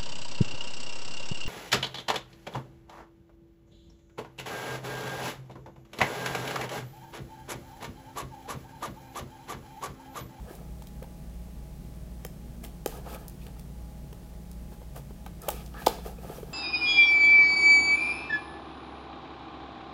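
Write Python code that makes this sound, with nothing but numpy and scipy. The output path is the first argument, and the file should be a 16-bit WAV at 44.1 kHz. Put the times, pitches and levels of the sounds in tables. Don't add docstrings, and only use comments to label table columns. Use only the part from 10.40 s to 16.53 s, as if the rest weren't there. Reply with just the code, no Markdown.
import sys
import numpy as np
from scipy import signal
from scipy.fft import rfft, irfft, next_fast_len
from scipy.io import wavfile
from scipy.ndimage import map_coordinates

SR = 44100
rng = np.random.default_rng(int(sys.argv[2]) if len(sys.argv) > 2 else 0)


def to_wav(s):
    ch = np.atleast_2d(s).T
    pcm = np.round(np.clip(ch, -1, 1) * 32767)
    wavfile.write(sys.argv[1], SR, pcm.astype(np.int16))


def attenuation_scalar(level_db):
    decades = np.asarray(level_db, float) / 20
    return 10 ** decades


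N = 270333

# (time [s], peak level [dB], card level [dB], card pitch [Hz])
STRAND_TICKS = [(0.096, -42, -8, 3220), (0.151, -37, -15, 2840), (0.422, -36.5, -11, 3020),
                (0.47, -35, -9, 3260), (0.627, -37.5, -5, 2300), (2.7453, -30.5, -8, 2620),
                (2.8807, -29.5, -13, 4560), (3.066, -39, -0.5, 2730), (3.1943, -36, -7.5, 3700),
                (3.7284, -39.5, -3.5, 2230), (4.1138, -39.5, -5, 4800), (4.3194, -49, -11, 2950),
                (4.561, -36, -6, 2430), (4.8622, -38.5, 0, 2450), (5.017, -30, -26, 2790),
                (5.031, -44, -14, 2950), (5.261, -39, -2, 4560), (5.276, -50, -2, 3180),
                (5.339, -52, 7, 2780), (5.4214, -41, -3, 2670), (5.658, -43, -10, 2300),
                (5.668, -47, -6, 4340)]
# (time [s], peak level [dB], card level [dB], card pitch [Hz], burst [ms])
TAPE_TEARS = [(1.8487, -23.5, -10, 2560, 3.6), (2.2352, -36, -18, 2120, 5.4),
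              (2.2394, -35.5, -7, 2250, 5.5), (2.2469, -38, 1, 2490, 6.3), (2.4598, -14, -14, 2390, 3.5),
              (5.0728, -52, 8, 2450, 7.5), (5.0818, -32, -21, 3000, 8.2), (5.086, -18.5, -8, 2780, 6.8),
              (5.1018, -27, -10, 2700, 5.6), (5.4634, -21.5, 2.5, 3570, 2.4), (5.466, -16.5, 2, 3530, 2.9),
              (5.4695, -15, -10, 3180, 4.1), (5.4795, -21.5, -2, 4030, 5.7)]
# (frequency [Hz], level [dB per Hz])
CRACK_COLOUR = [(3000, -68), (5000, 0.5), (8000, 1), (12000, 2), (15500, 4)]
# (time [s], peak level [dB], centre [Hz], build-up [ms], 60 dB decay [ms])
BOX_BLOWS = [(2.4613, -16.5, 440, 2.6, 7.4), (2.462, -28, 814, 1.5, 30), (5.0835, -19, 576, 3.2, 14.6),
             (5.0895, -20.5, 830, 3.2, 17), (5.4658, -16.5, 875, 1.3, 61), (5.4698, -7.5, 760, 2.4, 9),
             (5.471, -10.5, 510, 0.61, 23), (5.47, -23, 343, 2.5, 26), (5.4668, -22.5, 3510, 0.79, 11),
             (5.0875, -29, 2760, 0.58, 6.4), (5.482, -33, 4000, .8, 9)]
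# (time [s], peak level [dB], centre [Hz])
FINGER_TAPS = [(0.081, -41.5, 477), (0.109, -32.5, 368), (0.214, -43.5, 640), (0.42, -42.5, 870),
               (0.623, -33.5, 500), (1.85, -32, 470), (1.851, -38, 760), (2.236, -43, 692),
               (2.667, -49, 450), (2.747, -35, 494), (3.065, -46, 447), (3.727, -42, 425), (4.32, -53, 394),
               (4.416, -42.5, 530), (4.564, -36, 650), (4.707, -41, 418), (4.863, -34, 800),
               (4.862, -44.5, 1530), (5.037, -50, 744), (5.342, -42, 820), (5.419, -34.5, 810),
               (5.661, -29, 446), (5.679, -44, 444), (5.786, -37.5, 460), (5.853, -38, 509),
               (5.9, -34, 420), (5.983, -32.5, 490), (6.03, -29, 418)]
# (time [s], peak level [dB], centre [Hz])
NAIL_FLICKS = [(.113, -41, 716), (2.671, -46, 1200), (3.728, -47, 950), (4.321, -45, 800),
               (4.418, -44.5, 920), (4.566, -36, 1230), (4.708, -46, 900), (5.345, -46, 1230),
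               (2.461, -30, 1520), (1.85, -41.5, 1410), (2.24, -46, 1150)]
# (time [s], peak level [dB], pitch [Hz], 60 dB decay [ms])
SQUEAKS = [
    (3.02, -48, 2500, 35),
    (5.782, -47, 2500, 35),
    (5.96, -44, 5800, 35),
    (5.388, -41, 1720, 40),
    (.096, -46, 1600, 25),
]
# (pitch [Hz], width [Hz], level [dB])
BOX_PANELS = [(290, 126, -5), (426, 64, 4), (505, 86, 1), (693, 59, 2), (851, 122, -2), (1230, 120, 7.5),
              (1490, 190, -1), (2300, 92, 2), (3165, 670, 7)]
# (full from [s], hold [ms], rise [ms], fall [ms], level [dB])
SKIN_RUBS = [(.12, 35, 35, 27, -58.5), (.47, 3, 3, 19, -67), (2.24, 12, 6.7, 25, -53),
             (2.47, 3, 2.5, 50, -50), (2.5, 76, 11, 24, -55), (2.7, 55, 30, 11, -51.5),
             (2.79, 21, 9, 30, -61), (2.9, 3, 3, 15, -62), (3.04, 18, 40, 30, -61.5), (3.19, 3, 5, 25, -62),
             (4.32, 19, 15, 21, -63), (4.56, 21, 6, 21, -54), (5.03, 61, 12, 11, -57.5),
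             (5.11, 3, 5.4, 17, -45.5), (5.13, 3, 5, 91, -50.5), (5.26, 9.2, 5, 11, -62),
             (5.4, 66, 25, 5, -53.5), (5.49, 3, 3, 63, -47), (5.665, 5, 22, 40, -50.5),
             (5.83, 100, 25, 30, -58.5), (5.955, 15, 50, 67, -53), (6.1, 40, 33, 30, -63)]
# (full from [s], hold [ms], rise [ms], fall [ms], level [dB])
CARD_SCRAPES = [(.09, 24, 42, 86, -50.5), (.64, 2.6, 14, 8.6, -49), (2.24, 17, 6.8, 21, -51.5),
                (2.48, 100, 3, 36, -48), (2.67, 92, 27, 21, -45.5), (2.8, 50, 11, 49, -55),
                (3.07, 11, 18, 22, -51.5), (3.17, 11, 15, 23, -57), (4.325, 9.3, 6.9, 15, -55.5),
                (4.56, 12, 8.1, 28, -47.5), (4.87, 2.6, 4.2, 13, -47), (5.03, 105, 15, 5.8, -47.5),
                (5.11, 3, 3.7, 90, -44.5), (5.345, 150, 7.2, 5, -51), (5.49, 3, 3, 78, -37.5),
                (5.65, 24, 3.4, 41, -43.5), (5.85, 135, 52, 33, -48), (6.07, 60, 19, 51, -51.5)]
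# (full from [s], hold [ms], rise [ms], fall [ms], level [dB])
GLUE_GRATES = [
    (2.71, 45, 25, 12, -57),
    (3.015, 15, 8, 12, -62),
    (5.11, 110, 8, 15, -58),
    (5.38, 55, 30, 11, -58),
    (5.49, 80, 3, 21, -58),
]
# (frequency [Hz], level [dB per Hz])
SKIN_COLOUR = [(2060, -34), (3500, -12), (3970, -3), (5710, 0.5), (7750, -1), (14700, 4), (16000, -5)]
# (pitch [Hz], width [Hz], level [dB])
RASP_TONES = [(2300, 500, 4.5), (2670, 480, 7), (3290, 620, 3.5), (4870, 990, -3.5)]
# (full from [s], hold [ms], rise [ms], fall [ms], level [dB])
FLAP_CREAKS = [
    (.085, 16, 9.8, 36, -61),
    (2.675, 85, 11, 15, -52),
    (5.035, 11, 6, 15, -56),
    (5.15, 60, 11, 30, -59),
    (5.348, 75, 6, 21, -52),
]
# (full from [s], hold [ms], rise [ms], fall [ms], level [dB])
BLADE_WEDGES = [
    (.09, 11, 8, 40, -60),
    (2.72, 40, 30, 21, -58),
    (5.365, 65, 15, 15, -51),
]
# (frequency [Hz], 60 dB decay [s])
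ROOM_DECAY = [(250, 0.18), (1000, 0.15), (4000, 0.5), (15000, 0.24)]
# (delay [s], level [dB])
BOUNCES = [
    (.0065, -16),
    (.0154, -10),
]
# (pitch [Hz], level [dB rms], unsteady share [0-1], drift [per s])
HUM_LINES = [(35.6, -53.5, 0.9, 14), (48.5, -53.5, 0.9, 14), (58.8, -44.5, 0.15, 6.7), (93.7, -60, 1, 18),
             (114, -62.5, 1, 12), (140.5, -53, 0.35, 10), (156, -58, 0.32, 10), (177, -52.5, 0.19, 10),
             (204.6, -56.5, 0.49, 10), (236, -59.5, 0.58, 14), (339, -69, 0.6, 14), (600, -71, 0.6, 12),
             (647, -69, 0.4, 13), (829, -66.5, 0.18, 12), (1165, -79, 0.4, 11), (10300, -86, 0.4, 10)]
# (frequency [Hz], level [dB per Hz])
AIR_COLOUR = [(12, -40), (25, -10), (65, -5.5), (82, -24), (110, -10), (230, -17), (262, -18.5), (480, -23),
              (700, -27), (800, -29.5), (1260, -36), (4000, -41), (16000, -43)]


def unit(x):
    return x / np.sqrt(np.mean(x ** 2) + 1e-20)


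def along(points, hz):
    f, value = np.transpose(points)
    return np.interp(np.log(hz + 1), np.log(f + 1), value)


def colour(points):
    return lambda hz: attenuation_scalar(along(points, hz))


def modes(table):
    def response(f):
        total = 0
        for k, (centre, width, db) in enumerate(table):
            peak = 1j * f * width / (centre * centre - f * f + 1j * f * width)
            total = total + (-1) ** k * attenuation_scalar(db) * peak
        return total
    return response


def filtered(x, response):
    size = next_fast_len(N + SR // 2)
    return irfft(rfft(x, size) * response(np.fft.rfftfreq(size, 1 / SR)), size)[:N]


def wobble(rate):
    coarse = np.arange(0, N + 16, 16)
    knots = rng.standard_normal(int(N * rate / SR) + 4)
    return np.interp(np.arange(N), coarse, map_coordinates(knots, [coarse * rate / SR]))


def grainy(response, grain_db):
    grains = rng.standard_normal(N) * attenuation_scalar(grain_db * wobble(400))
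    return unit(filtered(grains, response))


def add(track, s, x):
    start = round(s * SR)
    track[start:][:len(x)] += x[:N - start]


def strokes(rows):
    ms = np.arange(0, N / SR * 1000 + 1)
    s, hold, rise, fall, db = np.transpose(rows)[..., None]
    since = ms - 1000 * s
    swell = np.minimum(since, 0) / rise
    fade = np.maximum(since - hold, 0) / fall
    gain = attenuation_scalar(db) * np.exp(swell - fade)
    return np.interp(np.arange(N) / SR * 1000, ms, np.sqrt(np.sum(gain ** 2, 0)))


def snaps():
    first_break, first_break_db = 4, 0.5
    tick_ms = 5
    hiss_level, card_sound, cracks = np.zeros(N), np.zeros(N), np.zeros(N)
    t = np.arange(SR // 25) / SR
    rows = TAPE_TEARS + [(*tick, tick_ms) for tick in STRAND_TICKS]
    for s, db, card_db, card_hz, ms in rows:
        u = t * 4000 / ms
        burst = u * np.exp(1 - u)
        peak = np.argmax(burst)
        push = rng.standard_normal(len(t)) * burst
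        push[peak] += first_break
        strip = signal.iirpeak(card_hz, 1.1, SR)
        card = signal.lfilter(*strip, signal.lfilter(*strip, push))
        cracks[round(s * SR) + peak] += attenuation_scalar(db + first_break_db)
        add(hiss_level, s + 0.00029, attenuation_scalar(db - 9.0) * burst)
        add(card_sound, s - 0.0001, attenuation_scalar(db + card_db) * card / np.max(np.abs(card)))
    hiss = hiss_level * grainy(colour(CRACK_COLOUR), grain_db=-2.5)
    return hiss + card_sound + filtered(cracks, colour(CRACK_COLOUR))


def knocks():
    tap_rise_ms, tap_t60_ms = 1.44, 27.6
    flick_rise_ms, flick_t60_ms = 0.54, 11.3
    box_low_hz = 234
    out, t = np.zeros(N), np.arange(SR // 8) / SR
    panel_hz, _, panel_db = np.transpose(BOX_PANELS)[..., None]
    panels = np.sin(2 * np.pi * panel_hz * t)
    rows = BOX_BLOWS + [(*tap, tap_rise_ms, tap_t60_ms) for tap in FINGER_TAPS]
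    rows += [(*flick, flick_rise_ms, flick_t60_ms) for flick in NAIL_FLICKS]
    for s, db, centre_hz, rise_ms, t60_ms in rows:
        chance = rng.random((len(BOX_PANELS), 1))
        octaves_away = np.abs(np.log2(panel_hz / centre_hz))
        near = attenuation_scalar(panel_db - 7.1 * octaves_away - 16.5 + 4.6 * chance)
        ring = np.sin(2 * np.pi * centre_hz * t) + np.sum(near * panels, 0)
        build_up = (1 - np.exp(-t * 1000 / rise_ms)) ** 2
        knock = ring * build_up * attenuation_scalar(-60000 * t / t60_ms)
        add(out, s - 0.001, attenuation_scalar(db) * knock / np.max(np.abs(knock)))
    for s, db, squeak_hz, t60_ms in SQUEAKS:
        shape = attenuation_scalar(db - 60000 * t / t60_ms) * (1 - np.exp(-t / 0.0015))
        add(out, s, shape * np.sin(2 * np.pi * squeak_hz * t))
    return signal.lfilter(*signal.butter(2, box_low_hz / (SR / 2), "high"), out)


def slides():
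    rasp_skin_db, rasp_card_db = -8, -16.5
    rub, scrape = strokes(SKIN_RUBS), strokes(CARD_SCRAPES)
    rasp_power = (attenuation_scalar(rasp_skin_db) * rub) ** 2 + (attenuation_scalar(rasp_card_db) * scrape) ** 2
    rasp_power += strokes(GLUE_GRATES) ** 2
    skin = grainy(colour(SKIN_COLOUR), grain_db=1.5)
    rumble = grainy(modes(BOX_PANELS[:5]), grain_db=4.5)
    rasp = grainy(modes(RASP_TONES), grain_db=-1.5)
    return rub * skin + scrape * rumble + np.sqrt(rasp_power) * rasp


def stick_slip(hz, width_hz):
    slips = rng.standard_normal(N) + 1j * rng.standard_normal(N)
    swing = slips * attenuation_scalar(1.9 * wobble(200))
    for widening in (1, 3):
        swing = signal.lfilter([1], [1, -np.exp(-widening * np.pi * width_hz / SR)], swing)
    return unit(np.real(swing * np.exp(2j * np.pi * np.cumsum(hz) / SR)))


def creaks():
    flap_db, blade_db = -12, -15
    flap_hz, blade_hz, blade_drift_hz = 1252, 1648, 40.1
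    scrape = strokes(CARD_SCRAPES)
    flap = np.hypot(attenuation_scalar(flap_db) * scrape, strokes(FLAP_CREAKS))
    blade = np.hypot(attenuation_scalar(blade_db) * scrape, strokes(BLADE_WEDGES))
    flap_sound = flap * stick_slip(np.full(N, flap_hz), width_hz=130)
    blade_sound = blade * stick_slip(blade_hz + blade_drift_hz * wobble(8), width_hz=140)
    return flap_sound + blade_sound


def room(x):
    hz, t, z = signal.stft(rng.standard_normal(SR // 2), SR, nperseg=256)
    fade = attenuation_scalar(-60 * t / along(ROOM_DECAY, hz)[:, None])
    tail = signal.istft(z * fade, SR, nperseg=256)[1]
    answer = attenuation_scalar(-12.5) * np.pad(tail / np.linalg.norm(tail), (400, 0))
    smear = rng.standard_normal(120) * np.exp(-np.arange(120) / 14)
    smear = smear / np.linalg.norm(smear)
    treble = signal.lfilter(*signal.butter(2, 3900 / (SR / 2), "high"), smear)
    for delay, db in BOUNCES:
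        answer[round(delay * SR):][:120] += attenuation_scalar(db) * treble
    return signal.fftconvolve(x, answer)[:N]


def background():
    t = np.arange(N) / SR
    out = attenuation_scalar(-49.0) * grainy(colour(AIR_COLOUR), grain_db=0.5)
    for hz, db, share, drift in HUM_LINES:
        drifting = wobble(drift) + 1j * wobble(drift)
        swing = np.sqrt(1 - share) + np.sqrt(share / 2) * drifting
        tone = np.exp(2j * np.pi * (hz * t + rng.random()))
        out += attenuation_scalar(db) * np.sqrt(2) * np.real(swing * tone)
    return out


def scene():
    hits = snaps() + knocks()
    return (hits + room(hits) + slides() + creaks() + background())[None]


def roll_off(x):
    return signal.sosfilt(signal.butter(12, 16520, fs=SR, output="sos"), x)


def record(dry):
    top_hz, end_hz = 15900, 16450
    mix = filtered(dry[0], lambda hz: attenuation_scalar(-np.clip((hz - top_hz) / 8, 0, 36)) * (hz < end_hz))[None]
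    return roll_off(mix)


dry = scene()
out = record(dry)
to_wav(out)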